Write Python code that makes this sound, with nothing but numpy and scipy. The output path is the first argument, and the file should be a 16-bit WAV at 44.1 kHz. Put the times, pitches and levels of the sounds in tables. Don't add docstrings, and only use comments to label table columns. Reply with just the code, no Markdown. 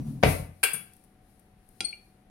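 import sys
import numpy as np
from scipy import signal
from scipy.fft import rfft, irfft, next_fast_len
from scipy.io import wavfile

SR = 44100
rng = np.random.default_rng(int(sys.argv[2]) if len(sys.argv) > 2 else 0)


def transcribe(u):
    v = np.clip(np.atleast_2d(u).T, -1, 1)
    q = np.round(v * 32767).astype(np.int16)
    wavfile.write(sys.argv[1], SR, q)


N = 101429


def undb(db):
    return 10 ** (np.asarray(db) / 20)


def clock():
    return np.arange(N) / SR


def decay(age, t60):
    return np.exp(-np.log(1000) * age / t60)


def fade(start, t60, attack):
    age = np.maximum(clock() - start, 0)
    return np.minimum(age / attack, 1) * decay(age, t60)


def swell(levels):
    return undb(np.interp(clock(), *np.array(levels).T))


def colour_gains(colour, size):
    hz, db = np.array(colour, float).T
    freqs = np.maximum(np.arange(size // 2 + 1) * SR / size, 1)
    return undb(np.interp(np.log(freqs), np.log(hz), db))


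def noise(colour, alike_below_hz=840):
    size = next_fast_len(N, real=True)
    freqs = np.maximum(np.arange(size // 2 + 1) * SR / size, 1)
    left, other = rfft(rng.standard_normal((2, size)))
    alike = 1 / (1 + (freqs / alike_below_hz) ** 2)
    right = alike * left + np.sqrt(1 - alike ** 2) * other
    x = irfft(np.array([left, right]) * colour_gains(colour, size), size)[:, :N]
    return x / x.std()


def bursts(blows, colour, attack=0.00078):
    return noise(colour) * sum(undb(db) * fade(start, t60, attack) for start, db, t60 in blows)


def waver(age, turns_per_s=95):
    turns = rng.standard_normal((2, int(N / SR * turns_per_s) + 2))
    return np.array([np.interp(age * turns_per_s, np.arange(len(side)), side) for side in turns])


def ring(start, tones, attack=0.00068, waver_db=3, waver_rad=.45):
    age = np.arange(N - int(start * SR)) / SR
    out = np.zeros((2, N))
    for hz, db, t60 in tones:
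        depth = min(hz / 1500, 1)
        level = undb(db + depth * waver_db * waver(age)) * np.minimum(age / attack, 1) * decay(age, t60)
        phase = 2 * np.pi * hz * age + depth * waver_rad * waver(age)
        out[:, N - len(age):] += level * np.sin(phase)
    return out


def kitchen(x, wet_db, low_t60=0.42, treble_t60=.3, build_s=0.0084):
    age = np.arange(SR) / SR
    echoes = rng.standard_normal((2, SR))
    low = signal.sosfiltfilt(signal.butter(2, 3000, fs=SR, output="sos"), echoes)
    tail = low * decay(age, low_t60) + (echoes - low) * decay(age, treble_t60)
    tail *= 1 - np.exp(-age / build_s)
    tail /= np.sqrt(np.sum(tail ** 2, axis=1, keepdims=True))
    return x + undb(wet_db) * signal.fftconvolve(x[:1], tail, axes=1)[:, :N]


# (time [s], level [dB])
RUMBLE_LEVEL = [(0, -29), (.04, -37), (.08, -31), (.13, -36.5), (.2, -39), (.25, -45), (.45, -54),
                (.6, -80.5)]
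# (frequency [Hz], level [dB])
RUMBLE_COLOUR = [(20, -14.5), (45, -5.5), (90, -14), (145, 6.5), (190, -9), (250, 3), (340, -23.5),
                 (700, -28.5), (1500, -41.5), (5000, -49.5)]
def rumble():
    return noise(RUMBLE_COLOUR) * swell(RUMBLE_LEVEL)


# (frequency [Hz], level [dB])
AIR_COLOUR = [(25, -1), (101, -9.5), (204, -11), (605, -20), (751, -17.5), (1000, -26.5), (1840, -27.5),
              (8000, -48.5), (10400, -76), (17600, -120)]
# (pitch [Hz], level [dB])
HUM_TONES = [(102, -72), (199.5, -68), (742.5, -70.5)]
def background(air_db=-58, whine_hz=5846, whine_db=-68):
    hum = sum(undb(db) * np.sqrt(2) * np.sin(2 * np.pi * (hz * clock() + rng.random()))
              for hz, db in HUM_TONES)
    whine = undb(whine_db) * fade(0, t60=0.7, attack=.0006) * np.sin(2 * np.pi * whine_hz * clock())
    return undb(air_db) * noise(AIR_COLOUR) + hum + whine


# (time [s], level [dB], fade time [s])
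KNOCKS = [(0.2278, -19, 0.081), (0.2342, -7.5, 0.028), (0.2445, -21, 0.092)]
# (frequency [Hz], level [dB])
KNOCK_COLOUR = [(100, -1), (300, -4), (700, 0.5), (1050, -6.5), (2400, -7), (3300, -17), (5000, -22.5),
                (7500, -33.5), (15000, -39)]
# (frequency [Hz], level [dB])
CRACK_COLOUR = [(300, -11), (700, 1), (2000, -8), (5200, -14), (8000, -39)]
# (pitch [Hz], level [dB], fade time [s])
KNOCK_TONES = [(287.4, -28.5, 0.45), (432, -23.5, 0.33), (661.5, -24.5, .26), (700, -26, .25),
               (735, -26.5, 0.42), (2053, -32, 0.43)]
# (time [s], level [dB])
THUMPS = [(0.232, -5.5), (0.2601, 3), (0.397, -12.5), (0.445, -25.5), (0.488, -23.5)]
# (pitch [Hz], level [dB], fade time [s])
BOOM_TONES = [(51, -25.5, 0.41), (90, -19.5, 0.4), (125.1, -5, .075), (152.1, -16.5, 0.2), (183.4, -25, .2)]
def knock(crack_db=-10.5, crack_t60=0.018):
    start = KNOCKS[1][0]
    boom = sum(undb(db) * ring(time, BOOM_TONES, attack=0.01) for time, db in THUMPS)
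    crack = bursts([(start, crack_db, crack_t60)], CRACK_COLOUR)
    blows = kitchen(bursts(KNOCKS, KNOCK_COLOUR), wet_db=-3)
    return ring(start, KNOCK_TONES) + boom + crack + blows


# (time [s], level [dB])
HISS_LEVEL = [(0, -67), (.1, -57), (.2, -66.5), (.226, -57), (.24, -37.5), (.3, -30), (.4, -43.5),
              (.52, -65), (.62, -64), (.95, -63), (1.2, -74), (1.3, -65.5), (1.55, -74), (1.78, -63),
              (2.05, -67), (2.3, -76.5)]
# (frequency [Hz], level [dB])
HISS_COLOUR = [(2000, -33), (4000, -8.5), (7800, -13), (8700, 0), (11000, 2.5), (12800, -6.5),
               (14000, -8.5), (16000, -13.5)]
def hiss():
    return noise(HISS_COLOUR) * swell(HISS_LEVEL)


# (time [s], glass level [dB], contact level [dB], spoon level [dB], thud level [dB])
CLINKS = [(0.6305, -3, -21, -25.5, -69.5), (0.6356, -14.5, -19.5, -17.5, -64.5),
          (0.7338, -24, -51, -22.5, -39.5), (0.7412, -43, -37.5, -35, -56.5)]
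# (pitch [Hz], level [dB], fade time [s])
GLASS_TONES = [(460, -30, .12), (765, -30, .16), (1400, -23, .07), (1562, -28.5, .31), (1592, -24, .19),
               (2261, -27.5, .18), (2371, -23.5, .18), (2775, -29, .18), (3355, -33, .42), (4640, -41, .46),
               (4930, -37, .34)]
# (frequency [Hz], level [dB])
CONTACT_COLOUR = [(250, -26.5), (440, -3), (620, -5), (1100, -8), (1500, 0), (1900, -8), (2600, 0.5),
                  (3900, -12.5), (5000, -8.5), (6200, -20.5), (7500, -9), (15000, -15)]
# (frequency [Hz], level [dB])
SPOON_COLOUR = [(4000, -33), (8000, -25), (8700, 2), (11500, 1), (12700, -4.5), (13700, -16.5),
                (15500, -16.5)]
# (pitch [Hz], level [dB])
SPOON_TONES = [(8664, -10), (9020, -10.5), (9210, -11), (9400, -12), (9895, -9), (10660, -10), (11225, -9),
               (11400, -12), (11535, -8.5), (12080, -13.5), (12940, -17.5)]
# (frequency [Hz], level [dB])
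THUD_COLOUR = [(40, -25.5), (100, -10), (160, 4), (230, -15.5), (600, -31)]
def clinks(contact_t60=.08, shimmer_t60=0.075, spoon_t60=.15, thud_t60=0.3, muffled_at_s=1, spread_db=3):
    glass = sum(undb(db) * ring(time, GLASS_TONES) for time, db, _, _, _ in CLINKS)
    glass *= decay(np.maximum(clock() - muffled_at_s, 0), t60=0.091)
    contact = bursts([(time, db, contact_t60) for time, _, db, _, _ in CLINKS], CONTACT_COLOUR)
    spoon = bursts([(time, db, shimmer_t60) for time, _, _, db, _ in CLINKS], SPOON_COLOUR)
    for time, _, _, strike_db, _ in CLINKS:
        tones = [(hz, db + spread_db * rng.standard_normal(), spoon_t60) for hz, db in SPOON_TONES]
        spoon += undb(strike_db) * ring(time, tones)
    thud = bursts([(time, db, thud_t60) for time, _, _, _, db in CLINKS], THUD_COLOUR, attack=0.01)
    return kitchen(glass, wet_db=-7) + kitchen(contact, wet_db=-6) + kitchen(spoon, wet_db=-9.5) + thud


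def slide(start=.655, level_db=-32, start_hz=2710, end_hz=2270, sink_s=0.022):
    age = np.maximum(clock() - start, 0)
    hz = end_hz + (start_hz - end_hz) * np.exp(-age / sink_s)
    tone = undb(level_db) * fade(start, t60=.3, attack=0.06) * np.sin(2 * np.pi * np.cumsum(hz) / SR)
    return kitchen(np.array([tone, tone]), wet_db=-7)


# (time [s], level [dB])
TICKS = [(0.9345, -41.5), (0.9662, -47.5), (1.0385, -48.5), (1.046, -53.5), (1.395, -48), (1.6893, -47),
         (1.87, -41), (1.891, -42)]
# (frequency [Hz], level [dB])
TICK_COLOUR = [(1000, -28), (4000, -14.5), (7800, -13), (9000, 8), (12500, -0.5), (15500, -12)]
def food(tick_t60=0.019):
    ticks = bursts([(time, db, tick_t60) for time, db in TICKS], TICK_COLOUR, attack=0.00068)
    return kitchen(ticks, wet_db=-10.5)


# (time [s], level [dB], fade time [s])
CLICKS = [(1.8056, -23, 0.027)]
# (frequency [Hz], level [dB])
CLICK_COLOUR = [(100, -12.5), (330, -12.5), (470, -10), (640, -27), (830, -3.5), (1150, -18), (1950, -19),
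                (2400, 4.5), (3100, -15.5), (4000, -3), (5500, -9.5), (7500, -14), (9300, -7.5),
                (11500, -24.5), (14000, -45)]
# (pitch [Hz], level [dB], fade time [s])
FORK_TONES = [(800, -32, .05), (1392, -39, 0.14), (2400, -27, 0.033), (2740, -27, 0.03), (3340, -33, .075),
              (3960, -24, .028), (4880, -28, 0.055), (6020, -35, 0.055), (8680, -28, .055),
              (9620, -31, .04)]
# (frequency [Hz], level [dB])
DISH_COLOUR = [(50, -24), (110, -7.5), (380, -7.5), (600, -19.5), (1500, -39)]
def fork_click(dish_db=-44.5, dish_t60=0.32):
    start = CLICKS[0][0]
    click = bursts(CLICKS, CLICK_COLOUR) + ring(start, FORK_TONES)
    dish = bursts([(start, dish_db, dish_t60)], DISH_COLOUR)
    return kitchen(click, wet_db=-8.5) + dish


# (left level [dB], right level [dB], echo level [dB])
SQUEAK_TONES = [(-21.5, -61.5, -5.5), (-19, -26.5, -15.5)]
def squeak(peak_s=1.8525, rise_s=0.0055, release_s=0.008, pitch_hz=4380, sag_hz_per_s=5800):
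    age = clock() - peak_s
    hz = pitch_hz - sag_hz_per_s * np.minimum(age, rise_s)
    phase = 2 * np.pi * np.cumsum(hz) / SR
    loudness = np.exp(-np.where(age < 0, (age / rise_s) ** 2, age / release_s))
    return sum(kitchen(undb([[left_db], [right_db]]) * loudness * np.sin(multiple * phase), wet_db)
               for multiple, (left_db, right_db, wet_db) in enumerate(SQUEAK_TONES, start=1))


# (pitch [Hz], level [dB], fade time [s])
RIM_TONES = [(2350, -34, 0.065), (2420, -30.5, 0.026), (2810, -42, 0.073)]
def rim_tap(start=1.9288):
    return kitchen(ring(start, RIM_TONES, attack=.002), wet_db=-15.5)


def scene():
    return (rumble() + background() + knock() + hiss() + clinks() + slide()
            + food() + fork_click() + squeak() + rim_tap())


# (frequency [Hz], level [dB])
RIGHT_MIC = [(60, -2.5), (280, -2), (700, -9), (1300, -6.5), (2400, -1.5), (7500, -2), (8800, -23),
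             (15000, -22)]
def record(dry, low_cut_hz=26, top_hz=16000):
    right = irfft(rfft(dry[1]) * colour_gains(RIGHT_MIC, N), N)
    both = np.array([dry[0], right])
    both = signal.sosfilt(signal.butter(2, low_cut_hz, "high", fs=SR, output="sos"), both)
    return signal.sosfilt(signal.ellip(8, .2, 70, top_hz, fs=SR, output="sos"), both)


dry = scene()
out = record(dry)
transcribe(out)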